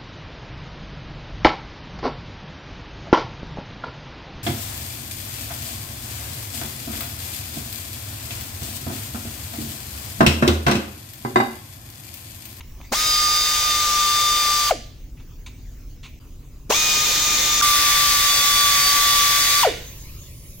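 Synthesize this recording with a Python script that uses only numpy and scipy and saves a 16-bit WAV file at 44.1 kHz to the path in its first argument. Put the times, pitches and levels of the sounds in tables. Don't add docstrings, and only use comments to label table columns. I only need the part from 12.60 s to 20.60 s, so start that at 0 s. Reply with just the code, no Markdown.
import sys
import numpy as np
from scipy import signal
from scipy.fft import rfft, irfft
from scipy.io import wavfile
from scipy.ndimage import uniform_filter1d

SR = 44100
rng = np.random.default_rng(int(sys.argv[2]) if len(sys.argv) > 2 else 0)


def nominal_scale(level):
    x = np.asarray(level, float) / 20
    return 10 ** x


def materialize(psi):
    bounded = np.clip(np.atleast_2d(psi).T, -1, 1)
    quanta = np.round(bounded * 32767).astype(np.int16)
    wavfile.write(sys.argv[1], SR, quanta)


N = 352800

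CUTS_S = [3.597, 5.018]


def evened(x):
    return x / np.sqrt(np.mean(x ** 2) + 1e-20)


def read(points, hz):
    f, value = np.transpose(points)
    return np.interp(np.log(hz + 1), np.log(f + 1), value)


def pick(table, column):
    return [(row[0], row[1 + column]) for row in table]


def drift(count, hz):
    size = int(SR / hz)
    return evened(uniform_filter1d(uniform_filter1d(rng.standard_normal(count), size), size))


def ramp(t, s, length):
    return np.clip((t - s) / length, 0, 1)


def add(mix, s, sound):
    part = mix[:, round(s * SR):][:, :sound.shape[-1]]
    part += sound[..., :part.shape[1]]


# frequency in Hz, left-right correlation.
LIKENESS = [(60, 0.98), (180, 0.97), (550, 0.75), (1650, 0.41), (5000, 0.44), (15000, 0.033)]
# frequency in Hz, left over right in dB.
BALANCE = [(60, -3), (180, 14), (550, 0), (1650, 1.5), (4970, 2.5), (15000, -3.5)]


def noise(colour, count, lead_s, patchy_db):
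    frames, hz = count // 128 + 5, np.fft.rfftfreq(512, 1 / SR)
    a, b, c, d, patches = rng.standard_normal((frames, 257, 5)).T
    patches = uniform_filter1d(patches, size=5, axis=0)
    patches = evened(uniform_filter1d(patches, size=20, axis=1))
    same = np.clip(read(LIKENESS, hz), -1, 1)[:, None]
    left = a + 1j * b
    z = np.array([left, same * left + np.sqrt(1 - same ** 2) * (c + 1j * d)])
    balance_db = np.outer([.5, -.5], read(BALANCE, hz))[..., None]
    z *= nominal_scale(read(colour, hz)[:, None] + patchy_db * patches + balance_db)
    z[0] *= np.exp(2j * np.pi * hz * lead_s)[:, None]
    return evened(signal.istft(z, nperseg=512, noverlap=384)[1][:, :count])


# time in seconds, vane rate in Hz, whine in dB,
# whine left over right in dB as the tool turns.
RUNNING = [
    [(0.44, 1234, -29, 8), (0.476, 1232, -29.5, 14), (0.65, 1212, -24.5, -15), (0.838, 1218, -29.5, -1.5),
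     (1.008, 1208, -29, 14), (1.054, 1213, -30.5, -31), (1.142, 1203, -25.5, 2), (1.492, 1192, -20.5, 4.5),
     (1.794, 1196, -23, 6), (2.09, 1184, -22.5, 2.5)],
    [(4.24, 1228, -35.5, 12), (4.298, 1230, -33, 2.0), (4.334, 1223, -33, 10), (4.446, 1219, -29, 12),
     (4.464, 1199, -42, 2.5), (4.484, 1215, -35, -15), (4.726, 1211, -30, -8), (4.826, 1197, -35, -24),
     (4.94, 1201, -29.5, 19), (5.0, 1193, -30.5, 4.0)],
    [(5.03, 1180, -19, -3.5), (5.2, 1172, -25.5, 8), (5.844, 1161, -28, 4.5), (6.054, 1159, -23, 8),
     (6.204, 1153, -27.5, 2), (6.37, 1159, -23.5, 7), (6.758, 1158, -24.5, 10), (6.864, 1159, -32.5, 1),
     (6.974, 1162, -25, 11), (7.02, 1167, -27.5, 11.5)],
]
# time in seconds, spin-up in s, lag of the air in s, first ripple crest after s,
# chirp level in dB before its ripple.
PULLS = [(.314, .027, .001, .021, -27), (4.082, .044, .011, .025, -23)]
# time in seconds, coast-down in s, delay of the whoop in s, its length in s,
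# whoop level in dB before its ripple.
RELEASES = [(2.095, .026, .011, .018, -13), (7.028, .038, .001, .057, -12.5)]
BURST_OF_STRETCH = (0, 1, 1)


def trigger(stretch):
    pull, spin_s, lag_s, crest_s, chirp_db = PULLS[BURST_OF_STRETCH[stretch]]
    off, coast_s, delay_s, whoop_s, whoop_db = RELEASES[BURST_OF_STRETCH[stretch]]
    edges = [0, *CUTS_S, N / SR]
    t = np.arange(max(pull, edges[stretch]), min(off + .12, edges[stretch + 1]), 1 / SR)
    s, *columns = np.transpose(RUNNING[stretch])
    run_hz, whine_db, pan_db = (np.interp(t, s, column) for column in columns)

    since = np.maximum(t - off, 0)
    up = np.tanh(((t - pull) / spin_s) ** 1.5)
    stall_hz = 200
    hz = up * (stall_hz + (run_hz - stall_hz) * np.exp(-since / coast_s))

    valve_s, bleed_db_per_s = .011, 600
    opening_db = 20 * np.log10(ramp(t, pull + lag_s, valve_s) ** 2 + 0.0011)
    supply_db = opening_db - bleed_db_per_s * since

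    ripple_s, ripple_db = .021, 3.5
    chirp_db = chirp_db + 1.3 * ripple_db * np.cos(2 * np.pi * (t - pull - crest_s) / ripple_s)
    whine_db = chirp_db + (whine_db - chirp_db) * up ** 6 + opening_db
    whine_db += -14 * ramp(t, off, 0.012)

    body_hz, body_width_hz = 850, 550
    body_db = -10 * np.log10(1 + (2 * (hz - body_hz) / body_width_hz) ** 2)
    whoop = whoop_db + body_db + ripple_db * np.cos(2 * np.pi * (since - delay_s - .004) / ripple_s)
    remnant_db, drop_s, fade_db_per_s = -14, .006, 250
    whoop += remnant_db * ramp(t, off + delay_s + whoop_s, drop_s)
    whoop -= fade_db_per_s * np.maximum(since - delay_s - whoop_s, 0)

    begun = ramp(t, off + delay_s, 0.0043)
    whine_db = whine_db + (whoop - whine_db) * begun
    pan_db = pan_db * up ** 6 * (1 - begun) + 3 * begun
    return t, hz, run_hz, whine_db, supply_db, pan_db


def vane_whine(vane, level_db, pan_db):
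    sides = nominal_scale(np.outer([.5, -.5], pan_db))
    level = np.sqrt(2) * nominal_scale(level_db + 1.05 * drift(len(vane), 18))
    return level * np.sin(vane) * sides / sides.mean(0)


# centre in Hz, width in Hz, peak gain in dB.
PORT = [(724, 1100, 14), (1400, 340, -9), (2260, 160, 6), (2770, 100, 4.5), (3320, 280, 4)]


def port_tone(vane, hz, multiple, level_db, slack):
    count = len(vane)
    apart = np.outer([1, -1], .5 + 0.081 * drift(count, 8))
    port = sum(nominal_scale(db) / (1 + (2 * (multiple * hz - f) / width) ** 2) for f, width, db in PORT)
    level_db = level_db + slack * (20 * np.log10(port) + 3 * drift(count, 270))
    level = np.sqrt(2) * nominal_scale(level_db + 0.28 * drift(count, 48))
    return level * np.sin(multiple * vane + apart + 2 * np.pi * rng.random())


# frequency in Hz, relative dB per Hz in each stretch.
EXHAUST = [(100, -32, -15, -26), (342, -15.5, -7, -18), (600, -12, -8, -12.5), (970, -11.5, -7, -10),
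           (1500, -10, -5.5, -6), (2120, -5.5, -3, 0), (2800, -5.5, -1.5, -4.5), (4050, -2.5, 3.5, 1),
           (4630, -3.5, -0.5, -1), (5250, -2, 1, -0.5), (6550, -2, 7, 0.5), (7160, -4.5, 0.5, -2.5),
           (8600, -10, -8.5, -6), (12000, -14, -10, -8.5), (14600, -9.5, -5, -5.5)]
LEFT_LEAD_S = [0, -20e-6, 70e-6]


def exhaust(stretch, vane, level_db):
    puffs = 1 + 0.13 * np.cos(vane) + 0.06 * np.cos(vane / 4)
    air = noise(pick(EXHAUST, stretch), len(vane), LEFT_LEAD_S[stretch], patchy_db=1.0) * puffs
    return nominal_scale(level_db + 0.23 * drift(len(vane), 40)) * air


# air base in dB (exhaust plays 5.5 dB above it),
# 2nd, 3rd and 4th multiple of the vane rate in dB, before waver and slide.
TONES = [(-27, -43, -29.5, -28.5), (-24.5, -34.5, -29.5, -36.5), (-22.5, -50, -29.5, -29.5)]
# 2nd, 3rd and 4th multiple in dB per Hz of vane rate.
SLIDE = [(-.3, -0.029, 0.19), (0.18, -0.17, 0.39), (.01, 0.13, -0.31)]
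# 2nd, 3rd, 4th in dB re the whine, before dulling.
CHIRP_TONES_DB = (-6, 4, -3)
# 2nd, 3rd, 4th in dB re the whine, before dulling.
WHOOP_TONES_DB = (-11, -11, -9)
SHAFT_ORDERS = (1, 3, 5, 6, 7, 8, 11, 13, 17, 20, 21)
SHAFT_DB = [(-43.5, -66, -30), (-22, -21, -48), (-18.5, -24.5, -17.5), (-18.5, -22.5, -19),
            (-14.5, -16.5, -21.5), (-18, -25.5, -43), (-30.5, -18.5, -22), (-18, -19, -12),
            (-42, -12.5, -22), (-10.5, -37.5, -20), (-10, -20, -15.5)]


def wrench(stretch):
    t, hz, run_hz, whine_db, supply_db, pan_db = trigger(stretch)
    count, vanes = len(t), 4
    air_db, *tones_db = TONES[stretch]
    vane = 2 * np.pi * np.cumsum(hz * (1 + .001 * drift(count, 15))) / SR
    slack = np.clip(8 * (1 - hz / run_hz) - .3, 0, 1)
    starting = t < t.mean()
    sag_hz = run_hz - np.median(run_hz)

    settle_s = 0.19
    tones_db[2] = tones_db[2] - 12 * (1 - ramp(t, PULLS[BURST_OF_STRETCH[stretch]][0], settle_s))
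    dull_db = 15 * np.log2(hz / run_hz + .01)

    levels = []
    rows = zip(tones_db, SLIDE[stretch], CHIRP_TONES_DB, WHOOP_TONES_DB)
    for multiple, (db, slide, chirp, whoop) in enumerate(rows, 2):
        steady_db = db + slide * sag_hz + 2.2 * drift(count, 7)
        gliding_db = whine_db + dull_db + np.where(starting, chirp, whoop)
        levels.append((multiple, (1 - slack) * steady_db + slack * gliding_db))
    for order, row in zip(SHAFT_ORDERS, SHAFT_DB):
        levels.append((order / vanes, air_db + supply_db + row[stretch]))
    tones = sum(port_tone(vane, hz, multiple, db, slack) for multiple, db in levels)

    lumps_db = 0.83 * slack * starting * drift(count, 130)
    whine = vane_whine(vane, whine_db + lumps_db, pan_db)
    return t[0], tones, whine + exhaust(stretch, vane, air_db + supply_db + 5.5)


def thump():
    t = np.arange(2048) / SR
    level_db, pitch_hz, peak_s = -26.5, 233, 0.0054
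    return nominal_scale(level_db) * np.sin(2 * np.pi * pitch_hz * t) * t / peak_s * np.exp(1 - t / peak_s)


# centre in Hz, width in Hz, gain in dB.
CASTING = [(1000, 360, 11), (2300, 380, 3), (2700, 246, 4.5), (3600, 730, 2), (6360, 830, 1.5),
           (8500, 910, -11)]


def knock(level_db, centre_hz, spread_octaves, decay_s):
    t = np.arange(4096) / SR
    hz = np.fft.rfftfreq(4096, 1 / SR)
    body = sum(nominal_scale(db) / (1 + 2j * (hz - f) / width) for f, width, db in CASTING) + 0.14
    blow = rng.standard_normal(4096) * np.exp(-t / decay_s) * (1 - np.exp(-3 * t / decay_s))
    band = np.exp(-.5 * (np.log2((hz + 1) / centre_hz) / spread_octaves) ** 2)
    sound = irfft(rfft(blow) * body * band)
    fades = ramp(t, 0, 20 / SR) * (1 - ramp(t, t[-1] / 2, t[-1] / 2))
    return nominal_scale(level_db) * sound / abs(sound).max() * fades


# delay in seconds, level in dB.
WALLS = [(.009, -10), (.026, -16), (.047, -26)]


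def walls(x):
    dull = signal.sosfilt(signal.butter(4, 850, fs=SR, output="sos"), x)
    out = np.zeros_like(x)
    for s, db in WALLS:
        add(out, s, nominal_scale(db) * dull[::-1])
    return out


# frequency in Hz, 60 dB decay time in seconds, level in dB.
HALL = [(150, 0.97, -5.5), (500, .42, -11.5), (803, .42, -16), (1180, .48, -20), (1750, 0.55, -1.5),
        (2300, 0.48, -0.5), (3700, 0.69, -6), (6000, 0.47, -3.5), (10300, 0.45, -7.5), (16000, 0.23, -13)]


def hall(x):
    taps = np.zeros((2, SR))
    at = np.arange(800, SR - 20, 20) + rng.integers(0, 20, (2, (SR - 801) // 20))
    np.put_along_axis(taps, at, rng.choice([-1., 1.], at.shape), 1)
    taps[1] = 0.49 * taps[0] + 1.17 * taps[1]
    hz, t, z = signal.stft(taps, SR, nperseg=256)
    t60, db = (read(pick(HALL, column), hz)[:, None] for column in (0, 1))
    evening = np.sqrt(t60 * SR / 20 / np.log(1e6))
    tail = signal.istft(z * nominal_scale(db - 60 * t / t60) / evening, SR, nperseg=256)[1]
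    return signal.fftconvolve(x.mean(0)[None], tail, axes=1)[:, :N]


# frequency in Hz, relative dB per Hz in each stretch.
LEAK = [(500, -25.5, -25, -26), (1050, -9.5, -7, -7), (1500, -13.5, -14, -15.5), (2300, -10, -12, -4),
        (3900, -14, -13, -8), (5740, -11.5, -15.5, -6.5), (6580, -9.5, -7, 0), (8710, -23, -20, -15),
        (12000, -16.5, -17, -10), (13500, -19, -15, -8), (15200, -7, -10.5, -4.5)]
# time in seconds, level in dB.
LEAK_DB = [(0, -48.5), (.3, -46.5), (2.4, -53.5), (3.1, -51), (4.05, -55.5), (7.3, -40), (8, -49)]


def leak():
    edges = np.round(np.array([0, *CUTS_S, N / SR]) * SR).astype(int)
    parts = [noise(pick(LEAK, stretch), count, LEFT_LEAD_S[stretch], patchy_db=-3.5)
             for stretch, count in enumerate(np.diff(edges))]
    return nominal_scale(np.interp(np.arange(N) / SR, *np.transpose(LEAK_DB))) * np.hstack(parts)


# time in seconds, centre in Hz,
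# level in dB of the noise before it is shifted up and spread to the sides.
SIZZLE = [(7.252, 11800, -60), (7.421, 11750, -51), (7.6, 11800, -54), (7.779, 10160, -51.5),
          (7.9, 11150, -47), (8, 12000, -47)]


def sizzle():
    t = np.arange(N) / SR
    s, centre_hz, level_db = np.transpose(SIZZLE)
    band = np.array([drift(N, 3000), drift(N, 3000)])
    band *= np.cos(2 * np.pi * np.cumsum(np.interp(t, s, centre_hz)) / SR) * nominal_scale([[-2], [2]])
    return nominal_scale(np.interp(t, s, level_db)) * band * (t > s[0])


# frequency in Hz, relative dB per Hz.
RUMBLE = [
    [(8.8, -35), (15, -6), (43, -2.5), (70, -10), (141, -14), (199, -27), (237, -20), (271, -22),
     (322, -27), (357, -28.5), (900, -46.5), (1170, -70.5), (1980, -120)],
    [(8.8, -41), (15, 0), (38, -2), (64, -2.5), (134, -7.5), (262, -22), (363, -22.5), (424, -27),
     (586, -26), (900, -54), (1170, -90), (1980, -120)],
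]


def rumble():
    t, hz = np.arange(N) / SR, np.fft.rfftfreq(N, 1 / SR)
    same = np.clip(read(LIKENESS, hz), -1, 1)
    a, b = rfft(rng.standard_normal((2, N)))
    both = np.array([a, same * a + np.sqrt(1 - same ** 2) * b])
    before, after = (evened(irfft(both * nominal_scale(read(colour, hz)), N)) for colour in RUMBLE)
    return nominal_scale(-39) * np.where(t < CUTS_S[-1], before, after)


# time in seconds, level in dB, centre in Hz, spread in octaves, decay in seconds.
KNOCKS = [(.006, -32, 2360, 1, 0.005), (.045, -61, 2800, .8, .015), (0.202, -37, 500, 1, .002),
          (0.213, -33.5, 1500, 1.4, 0.0026), (0.228, -45, 1500, 1.2, 0.012),
          (0.248, -44, 2500, 1.2, 0.0091), (2.568, -48, 2200, .6, 0.026), (2.597, -44, 1790, 1.2, .012),
          (2.861, -30.5, 3050, 1.15, 0.012), (3.352, -55, 2300, 0.65, 0.038),
          (3.429, -34, 3000, 0.85, 0.02), (3.447, -34.5, 2700, 0.97, 0.019),
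          (5.012, -9.5, 1330, 0.24, 0.0041)]
BEAMED_DB = (-6, -4, -1)
WET_DB = [-3.5, 0, 1.5]


def scene():
    near, sent = np.zeros((2, 2, N))
    for stretch in range(len(RUNNING)):
        s, tones, rest = wrench(stretch)
        add(near, s, tones + rest)
        add(sent, s, nominal_scale(BEAMED_DB[stretch]) * tones + rest)
    for s, *blow in KNOCKS:
        sound = knock(*blow)
        add(near, s, sound)
        add(sent, s, sound)
    for pull, _, lag_s, *_ in PULLS:
        add(near, pull + lag_s, thump())
    t = np.arange(N) / SR
    sent = sent * nominal_scale(np.array(WET_DB))[np.searchsorted(CUTS_S, t)]
    dips = [np.clip(abs(t - s) / .007, .08, 1) for s in CUTS_S]
    background = leak() + rumble() + sizzle()
    return (near + walls(sent) + hall(sent) + background) * np.prod(dips, 0)


def band_limit(x):
    return signal.sosfilt(signal.butter(12, 16860, fs=SR, output="sos"), x)


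def record(dry):
    edge_hz = 16050
    edge = signal.firwin(511, edge_hz, window=("kaiser", 9), fs=SR)
    finished = signal.oaconvolve(dry, edge[None], "same")
    return band_limit(finished)


dry = scene()
out = record(dry)
materialize(out)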